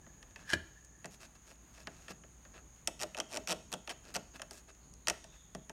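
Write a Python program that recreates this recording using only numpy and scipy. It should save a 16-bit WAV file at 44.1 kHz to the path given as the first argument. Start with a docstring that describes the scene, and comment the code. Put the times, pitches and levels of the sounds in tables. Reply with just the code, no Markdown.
"""Prying a trim panel off a car door.

In a garage, a plastic pry tool scrapes and snaps out of the gap; then the panel's clips click and
creak in stick-slip bursts. Each slip spreads through the panel as a bending wave, treble first.
The tool taps, fingers rub and the loose panel bumps the door. Behind the work and its short echo
are room air, a low hum, thin hiss and faint whirs."""
import sys
import numpy as np
from scipy import signal
from scipy.fft import rfft, irfft, next_fast_len
from scipy.io import wavfile

SR = 44100
rng = np.random.default_rng(int(sys.argv[2]) if len(sys.argv) > 2 else 0)


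def output_pcm(signal):
    """Save a mono or channel-first signal as 16-bit PCM at the path in sys.argv[1].

    Samples are clipped to [-1, 1] before scaling.
    """
    pcm = np.clip(np.atleast_2d(signal).T, -1, 1) * 32767
    wavfile.write(sys.argv[1], SR, np.round(pcm).astype(np.int16))


N = 252241
TIME = np.arange(N) / SR
IR_SAMPLES = 16384
HZ = np.fft.rfftfreq(IR_SAMPLES, 1 / SR) + 1
BLOW = np.sqrt(SR / 1000)  # impulse with the energy of 1 ms at full scale


# Each row: first and last slip in seconds, slip count, final level in dB, rise to it in dB,
# bass in dB, treble in dB.
CLIP_CREAKS = [ (2.994, 3.0322, 6, -26.5, 16.5, -1.5, 1), (3.169, 3.186, 3, -31.5, 5.5, 6, -3.5),
               (3.287, 3.3715, 13, -30, 30.5, 4.5, 1.5), (3.484, 3.5259, 8, -26, 6, -0.5, 0.5),
               (3.7185, 3.7381, 3, -28.5, 9.5, 3, 1.5), (3.894, 3.9113, 5, -31, -4.5, -8.5, -9),
               (4.1498, 4.1638, 3, -24, 2.5, -4.5, -4), ]

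def creaks(scatter_db=1.03, bite_power=1.8, stick_power=.22):
    """Stick-slip: the harder a clip bites, the longer it sticks and the louder it lets go."""
    out = np.zeros(N)
    for first_s, last_s, slips, final_db, rise_db, bass_db, treble_db in CLIP_CREAKS:
        gaps = np.geomspace(1, undb(rise_db) ** stick_power, slips - 1)
        onsets = np.append(0, np.cumsum(gaps))
        for progress in onsets / onsets[-1]:
            db = final_db - rise_db * (1 - progress) ** bite_power
            db += scatter_db * rng.standard_normal()
            add(out, first_s + progress * (last_s - first_s), slip(db, bass_db, treble_db))
    return out


# Each row: start in seconds, level in dB, bass in dB, treble in dB, clip ring in Hz.
CLIP_CLICKS = [ (0.848, -67.5, -26, 22, 7100), (2.874, -21, -6, 3, 8300), (3.1468, -29.5, -10, -13, 2500),
               (3.201, -22.5, -6.5, -3.5, 3180), (3.4737, -27.5, -8, -1.5, 2540),
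               (3.8753, -33, 0, -6.5, 2500), (4.938, -57, -25, 12, 6800), (5.0719, -22, -5.5, -6, 1870),
               (5.0833, -19.5, -6.5, 1, 1790), (5.099, -20, -9.5, 0.5, 1830), ]

def clicks():
    """A clip jumps in its socket and rings."""
    out = np.zeros(N)
    for start_s, db, bass_db, treble_db, ring_hz in CLIP_CLICKS:
        add(out, start_s, slip(db, bass_db, treble_db, rings=[(ring_hz, 6)]))
    return out


# Each row: frequency in Hz, gain in dB.
PANEL_SPECTRUM = [(60, -8), (150, -7), (330, 3), (480, 1.5), (620, 8), (760, 6), (1000, -0.5), (2000, -3),
                  (3500, -2.5), (6000, 0.5), (9000, 3), (10500, -7), (13000, -8.5), (16000, -28)]
# Each row: resonance in Hz, width in Hz, peak in dB.
PANEL_MODES = [(177.4, 23, 12.4), (236, 20, 8.9), (329, 30, 8.8), (423.5, 15, 11.6), (521, 11, 6.9),
               (617, 143, 8), (692, 8.3, 1.5), (901, 60, 7), (1380, 320, 8.2), (1877, 150, 8.9),
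               (2626, 203, 10.3), (3120, 410, 7.7), (4670, 180, 4.7), (5440, 190, 9.8), (5860, 510, 8.3),
               (6930, 360, 4.2), (8500, 120, 1.3)]

def slip(db, bass_db, treble_db, rings=(), ring_q=6):
    """One release through the panel's resonances; rings (Hz, dB) belong to the part that let go."""
    ring = resonances([(hz, hz / ring_q, peak_db) for hz, peak_db in rings])
    gain = spectrum(PANEL_SPECTRUM, PANEL_MODES) * shelves(bass_db, treble_db) * ring
    return undb(db) * through(release(split_hz=1720), ringing(gain))


# Each row of both: band in Hz, level in dB, T60 in seconds.
CRACK_BANDS = [(1580, 4, 0.031), (3560, 0, 0.0089), (7900, -2, 0.012)]
WASH_BANDS = [(306, -3.5, 0.12), (700, 0, 0.068), (2200, -8, 0.058), (7200, -8.5, 0.031)]

def release(split_hz):
    """Plastic lets go: a clean push in the bass, a ragged treble crack, a wash of dense modes."""
    treble_share = 1 / (1 + (split_hz / HZ) ** 4)
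    push = ringing(np.sqrt(1 - treble_share))
    crack = through(diffuse(CRACK_BANDS), ringing(np.sqrt(treble_share)))
    return BLOW * (push + crack + diffuse(WASH_BANDS))


def bending(x, lag_s, direct_share, knee_hz=920, steepness=4.23):
    """Bending waves are slower at low pitch, so the hollow knock arrives after the crack."""
    size = next_fast_len(N + IR_SAMPLES)
    hz = np.fft.rfftfreq(size, 1 / SR)
    delay_s = lag_s / (1 + (hz / knee_hz) ** steepness)
    turns = np.cumsum(delay_s) * SR / size
    paths = direct_share + (1 - direct_share) * np.exp(2j * np.pi * (turns[-1] - turns))
    return irfft(rfft(x, size) * paths, size)[:N]


# Each row: hardest pull in seconds, level in dB, swell in dB/s, fade in dB/s.
BLADE_DRAGS = [(0.513, -36.5, 506, 1500), (0.534, -33.5, 1500, 700)]
# Each row: start in seconds, blade level in dB, door thud in dB.
BLADE_SNAPS = [(0.5251, -33, -63), (0.5337, -20.5, -25.5), (0.5379, -25, -46)]
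# Each row of both: frequency in Hz, gain in dB.
BLADE_SPECTRUM = [(100, -36), (500, -8), (1000, -8.5), (1600, -4.5), (2500, -12.5), (4000, -6.5),
                  (7000, -7.5), (8200, -13), (10000, -13.5), (16000, -34)]
DOOR_SPECTRUM = [(30, -15), (80, 6.5), (170, 3), (330, 1.5), (600, 5), (1200, -39), (4000, -35)]
# Each row of both: resonance in Hz, width in Hz, peak in dB.
BLADE_MODES = [(1655, 126, 18.5), (1733, 59, 15), (2026, 36, 18.5), (2410, 65, 15.5), (2990, 230, 12.5),
               (5500, 310, 6)]
DOOR_MODES = [(82.6, 12, 5.5), (120, 24, 0.5), (166.6, 11, 14), (336, 53, 10.5)]

def pry_tool():
    """The blade drags over the panel's edge, springs free and thumps the door."""
    pull, door_force = np.zeros(N), np.zeros(N)
    for peak_s, db, swell, fade in BLADE_DRAGS:
        pull += undb(db - np.maximum(swell * (peak_s - TIME), fade * (TIME - peak_s)))
    blade_force = pull * grit(N, spread_db=3.5)
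    for start_s, db, thud_db in BLADE_SNAPS:
        snap = release(split_hz=2900)
        add(blade_force, start_s, undb(db) * snap)
        add(door_force, start_s, undb(thud_db) * snap)
    blade = through(blade_force, ringing(spectrum(BLADE_SPECTRUM, BLADE_MODES)))
    door = through(door_force, ringing(spectrum(DOOR_SPECTRUM, DOOR_MODES)))
    return blade + door


# Each row: start in seconds, level in dB, bass in dB, treble in dB.
TOOL_TAPS = [ (0.065, -46.5, 0.5, -26), (0.228, -43, -11, -7), (0.3598, -32.5, -16, -13),
             (1.0445, -34.5, -2, -11.5), (1.0562, -43, 10, 7), (1.511, -52, 9, -2), (1.779, -47.5, 4, -6),
             (1.8716, -25.5, -9, -17.5), (2.0821, -33.5, -8.5, -14), (2.237, -43, 0.5, -26),
             (2.451, -40.5, -9, -20), (4.3962, -40.5, 2.5, -7), (4.4182, -28.5, -9, -4.5),
             (4.5098, -49, 16.5, 14), (5.2422, -47, 3.5, 4), (5.5495, -40.5, 12, 1), (5.6955, -39, 9, -0.5),
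             ]

def taps_and_ticks(ring_hz=1680, ticks_per_s=1.7, tick_db=-59, spread_db=2.5):
    """The tool knocks on the trim and rings; the flexing plastic ticks faintly at random."""
    out = np.zeros(N)
    for start_s, db, bass_db, treble_db in TOOL_TAPS:
        add(out, start_s, slip(db, bass_db, treble_db, rings=[(ring_hz, 11)]))
    for position, strength in rng.random((int(ticks_per_s * N / SR), 2)):
        db = tick_db + spread_db * (2 * strength - 1)
        add(out, position * N / SR, slip(db, bass_db=-2, treble_db=-1, rings=[(ring_hz, 6)]))
    return out


# Each row: start in seconds, level in dB.
PANEL_BUMPS = [(1.052, -40), (1.875, -43.5), (2.105, -44), (3.037, -45), (3.491, -41), (3.513, -38.5),
               (3.74, -40), (4.162, -33.5), (5.552, -34), (5.696, -44)]
# Each row: frequency in Hz, gain in dB.
BUMP_SPECTRUM = [(60, -17), (120, -31.5), (150, 3.5), (185, 6.5), (240, -3.5), (350, -6), (600, -7.5),
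                 (1500, -27), (6000, -65)]

def bumps():
    """Soft, dull knocks of the loose panel on the door."""
    out = np.zeros(N)
    knock = BLOW * ringing(spectrum(BUMP_SPECTRUM))
    for start_s, db in PANEL_BUMPS:
        add(out, start_s, undb(db) * knock)
    return out


# Each row: start and end in seconds, level in dB, treble in dB.
FINGER_RUBS = [ (0.352, 0.455, -60, -4), (1.096, 1.174, -64, 12), (1.186, 1.279, -56, 5),
               (1.347, 1.372, -61.5, 3), (1.446, 1.548, -63, 6.5), (1.712, 1.862, -62.5, 5),
               (1.854, 2.137, -66, 5.5), (2.083, 2.132, -48, 0.5), (2.525, 2.606, -54, -8),
               (3.886, 3.933, -50, 3), (4.014, 4.147, -58.5, 0.5), (4.139, 4.149, -46.5, 15),
               (4.333, 4.382, -52, -1), (4.495, 4.624, -62, 11.5), (4.672, 4.721, -56.5, -1),
               (5.314, 5.378, -61.5, -5), ]
# Each row: frequency in Hz, gain in dB.
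RUB_SPECTRUM = [(100, -4), (200, 7), (700, 3), (1600, 0.5), (3000, -3.5), (6000, -3), (9000, -10),
                (12000, -17.5), (16000, -26)]
# Each row: resonance in Hz, width in Hz, peak in dB.
RUB_MODES = [(630, 46, 6.5), (1295, 80, 5.5), (1666, 87, 8.5), (2630, 120, 10)]

def fingers():
    """Short gritty strokes swell and fade as the grip shifts, coloured by the plastic."""
    out = np.zeros(N)
    plastic = spectrum(RUB_SPECTRUM, RUB_MODES)
    for start_s, end_s, db, treble_db in FINGER_RUBS:
        size = int((end_s - start_s) * SR)
        stroke = grit(size, spread_db=4.0) * signal.windows.tukey(size, .7)
        response = ringing(plastic * shelves(0, treble_db))
        add(out, start_s, undb(db) * through(np.pad(stroke, (0, IR_SAMPLES)), response))
    return out


def grit(size, spread_db, catch_samples=32):
    """Friction: dense tiny catches of very unequal strength, rms 1."""
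    catch_db = spread_db * rng.exponential(size=size // catch_samples + 1).clip(0, 4)
    catches = np.repeat(undb(catch_db), catch_samples)[:size]
    return unit_energy(catches * rng.standard_normal(size)) * np.sqrt(size)


# Each row: band in Hz, level in dB, T60 in seconds.
ECHO_BANDS = [(111, 2, 0.22), (402, -10, 0.34), (900, -15, .42), (2650, -16, 0.46), (6750, -22, 0.79),
              (12800, -17.5, 0.39)]

def garage_echo(x, delay_s=.012):
    """Diffuse echo from the car's side, the floor and the walls."""
    out = np.zeros(N)
    add(out, delay_s, through(x, diffuse(ECHO_BANDS)))
    return out


# Each row: frequency in Hz, gain in dB.
AIR_SPECTRUM = [(18, -57), (30, -14), (40, 5.5), (55, 3), (85, -2.5), (160, -1), (300, -8.5), (500, -15),
                (1000, -14.5), (1800, -17.5), (2800, -21), (5000, -26.5), (9700, -49), (11000, -28.5),
                (16000, -33.5)]

def room_air(low_db=-63, high_db=-71, split_hz=700):
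    """A wavering rumble with a steadier hiss above it."""
    gain = spectrum(AIR_SPECTRUM)
    low_share = 1 / (1 + (HZ / split_hz) ** 4)
    rumble = undb(low_db) * wavering_noise(gain * np.sqrt(low_share), waver_db=2.5)
    return rumble + undb(high_db) * wavering_noise(gain * np.sqrt(1 - low_share), waver_db=1.64)


def low_hum(hz=59.2, rms_db=-65.5):
    """A low tone in the room's rumble."""
    return undb(rms_db) * np.sqrt(2) * np.sin(2 * np.pi * hz * TIME)


# Each row: centre in Hz, width in Hz, level in dB, waver in dB.
HISS_BANDS = [(6657, 640, -65, -0.9), (8800, 1700, -81.5, 2), (9610, 450, -83, 2.5)]

def hiss():
    """Thin high bands of noise, like insects outdoors."""
    return sum(undb(db) * wavering_noise(hump(hz, width_hz), waver_db, rate_hz=15)
               for hz, width_hz, db, waver_db in HISS_BANDS)


# Each row: start and end in seconds, first and last pitch in Hz, width in Hz, level in dB.
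DISTANT_WHIRS = [(0.018, 1.06, 1697, 1757, 151, -74), (4.8, 5.2, 4470, 3700, 900, -76.5),
                 (5.186, 5.663, 3680, 3430, 510, -74.5)]

def whirs(ramp_s=0.017):
    """Faint distant whirs: narrow bands of noise that glide in pitch."""
    out = np.zeros(N)
    for start_s, end_s, first_hz, last_hz, width_hz, db in DISTANT_WHIRS:
        gate = np.clip(np.minimum(TIME - start_s, end_s - TIME) / ramp_s, 0, 1)
        turns = np.cumsum(np.interp(TIME, [start_s, end_s], [first_hz, last_hz])) / SR
        flutter = wavering_noise(hump(0, width_hz), waver_db=4.0)
        out += undb(db) * gate * flutter * np.sqrt(2) * np.sin(2 * np.pi * turns)
    return out


def wavering_noise(gain, waver_db, rate_hz=14):
    """Coloured noise whose level wanders around rms 1."""
    noise = through(rng.standard_normal(N + IR_SAMPLES), ringing(gain))[IR_SAMPLES:]
    wander = np.interp(TIME * rate_hz, np.arange(N), rng.standard_normal(N))
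    return unit_energy(noise) * np.sqrt(N) * undb(waver_db * wander)


def diffuse(bands):
    """Many overlapping echoes: noise that dies away band by band."""
    hz, levels_db, t60s = np.transpose(bands)
    edges_hz = np.concatenate([[40], np.sqrt(hz[1:] * hz[:-1]), [18000]])
    out = np.zeros(IR_SAMPLES)
    for low_hz, high_hz, db, t60_s in zip(edges_hz, edges_hz[1:], levels_db, t60s):
        decay = undb(-60 * TIME[:IR_SAMPLES] / t60_s)
        burst = unit_energy(rng.standard_normal(IR_SAMPLES) * decay)
        bandpass = signal.butter(2, [low_hz, high_hz], "band", fs=SR)
        out += undb(db) * signal.lfilter(*bandpass, burst)
    return out


def spectrum(points, modes=()):
    """Gain per frequency, rms 1: a smooth curve with resonances standing on it."""
    hz, db = np.transpose(points)
    gain = undb(np.interp(np.log(HZ), np.log(hz), db)) * resonances(modes)
    return gain / np.sqrt(np.mean(gain ** 2))


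def resonances(modes):
    """Gain per frequency of peaks above a flat line."""
    power = np.ones(len(HZ))
    for hz, width_hz, db in modes:
        power += (undb(db) ** 2 - 1) / (1 + (2 * (HZ - hz) / width_hz) ** 2)
    return np.sqrt(power)


def shelves(bass_db, treble_db, bass_hz=1000, treble_hz=4000):
    """Gain per frequency: heavier contacts have more bass, harder ones more treble."""
    return undb(bass_db / (1 + (HZ / bass_hz) ** 2) + treble_db / (1 + (treble_hz / HZ) ** 4))


def hump(hz, width_hz):
    """Gain per frequency of one narrow band."""
    return 1 / (1 + np.abs(2 * (HZ - hz) / width_hz) ** 2.3)


def ringing(gain):
    """Minimum-phase impulse response with this gain: starts at once and rings out."""
    cepstrum = irfft(np.log(gain + 1e-6))
    cepstrum[1:IR_SAMPLES // 2] *= 2
    cepstrum[IR_SAMPLES // 2 + 1:] = 0
    return irfft(np.exp(rfft(cepstrum)))


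def through(x, response):
    """Pass x through an impulse response."""
    return signal.fftconvolve(x, response)[:len(x)]


def add(out, start_s, x):
    """Mix x into out from start_s."""
    i = int(start_s * SR)
    out[i:i + len(x)] += x[:N - i]


def undb(db):
    """Decibels to gain."""
    return 10 ** (db / 20)


def unit_energy(x):
    """Scale to unit energy."""
    return x / np.sqrt(np.sum(x ** 2))


def scene():
    """The work on the door, its echo and the quiet garage, in mono."""
    clips = bending(creaks() + clicks(), lag_s=.00941, direct_share=.14)
    taps = bending(taps_and_ticks(), lag_s=.008, direct_share=.25)
    work = clips + taps + bumps() + pry_tool() + fingers()
    return (work + garage_echo(work) + room_air() + low_hum() + hiss() + whirs())[None]


def record(dry):
    """Steep low-pass at 16.2 kHz."""
    return signal.sosfilt(signal.ellip(10, .2, 70, 16200, fs=SR, output="sos"), dry)


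dry = scene()
out = record(dry)
output_pcm(out)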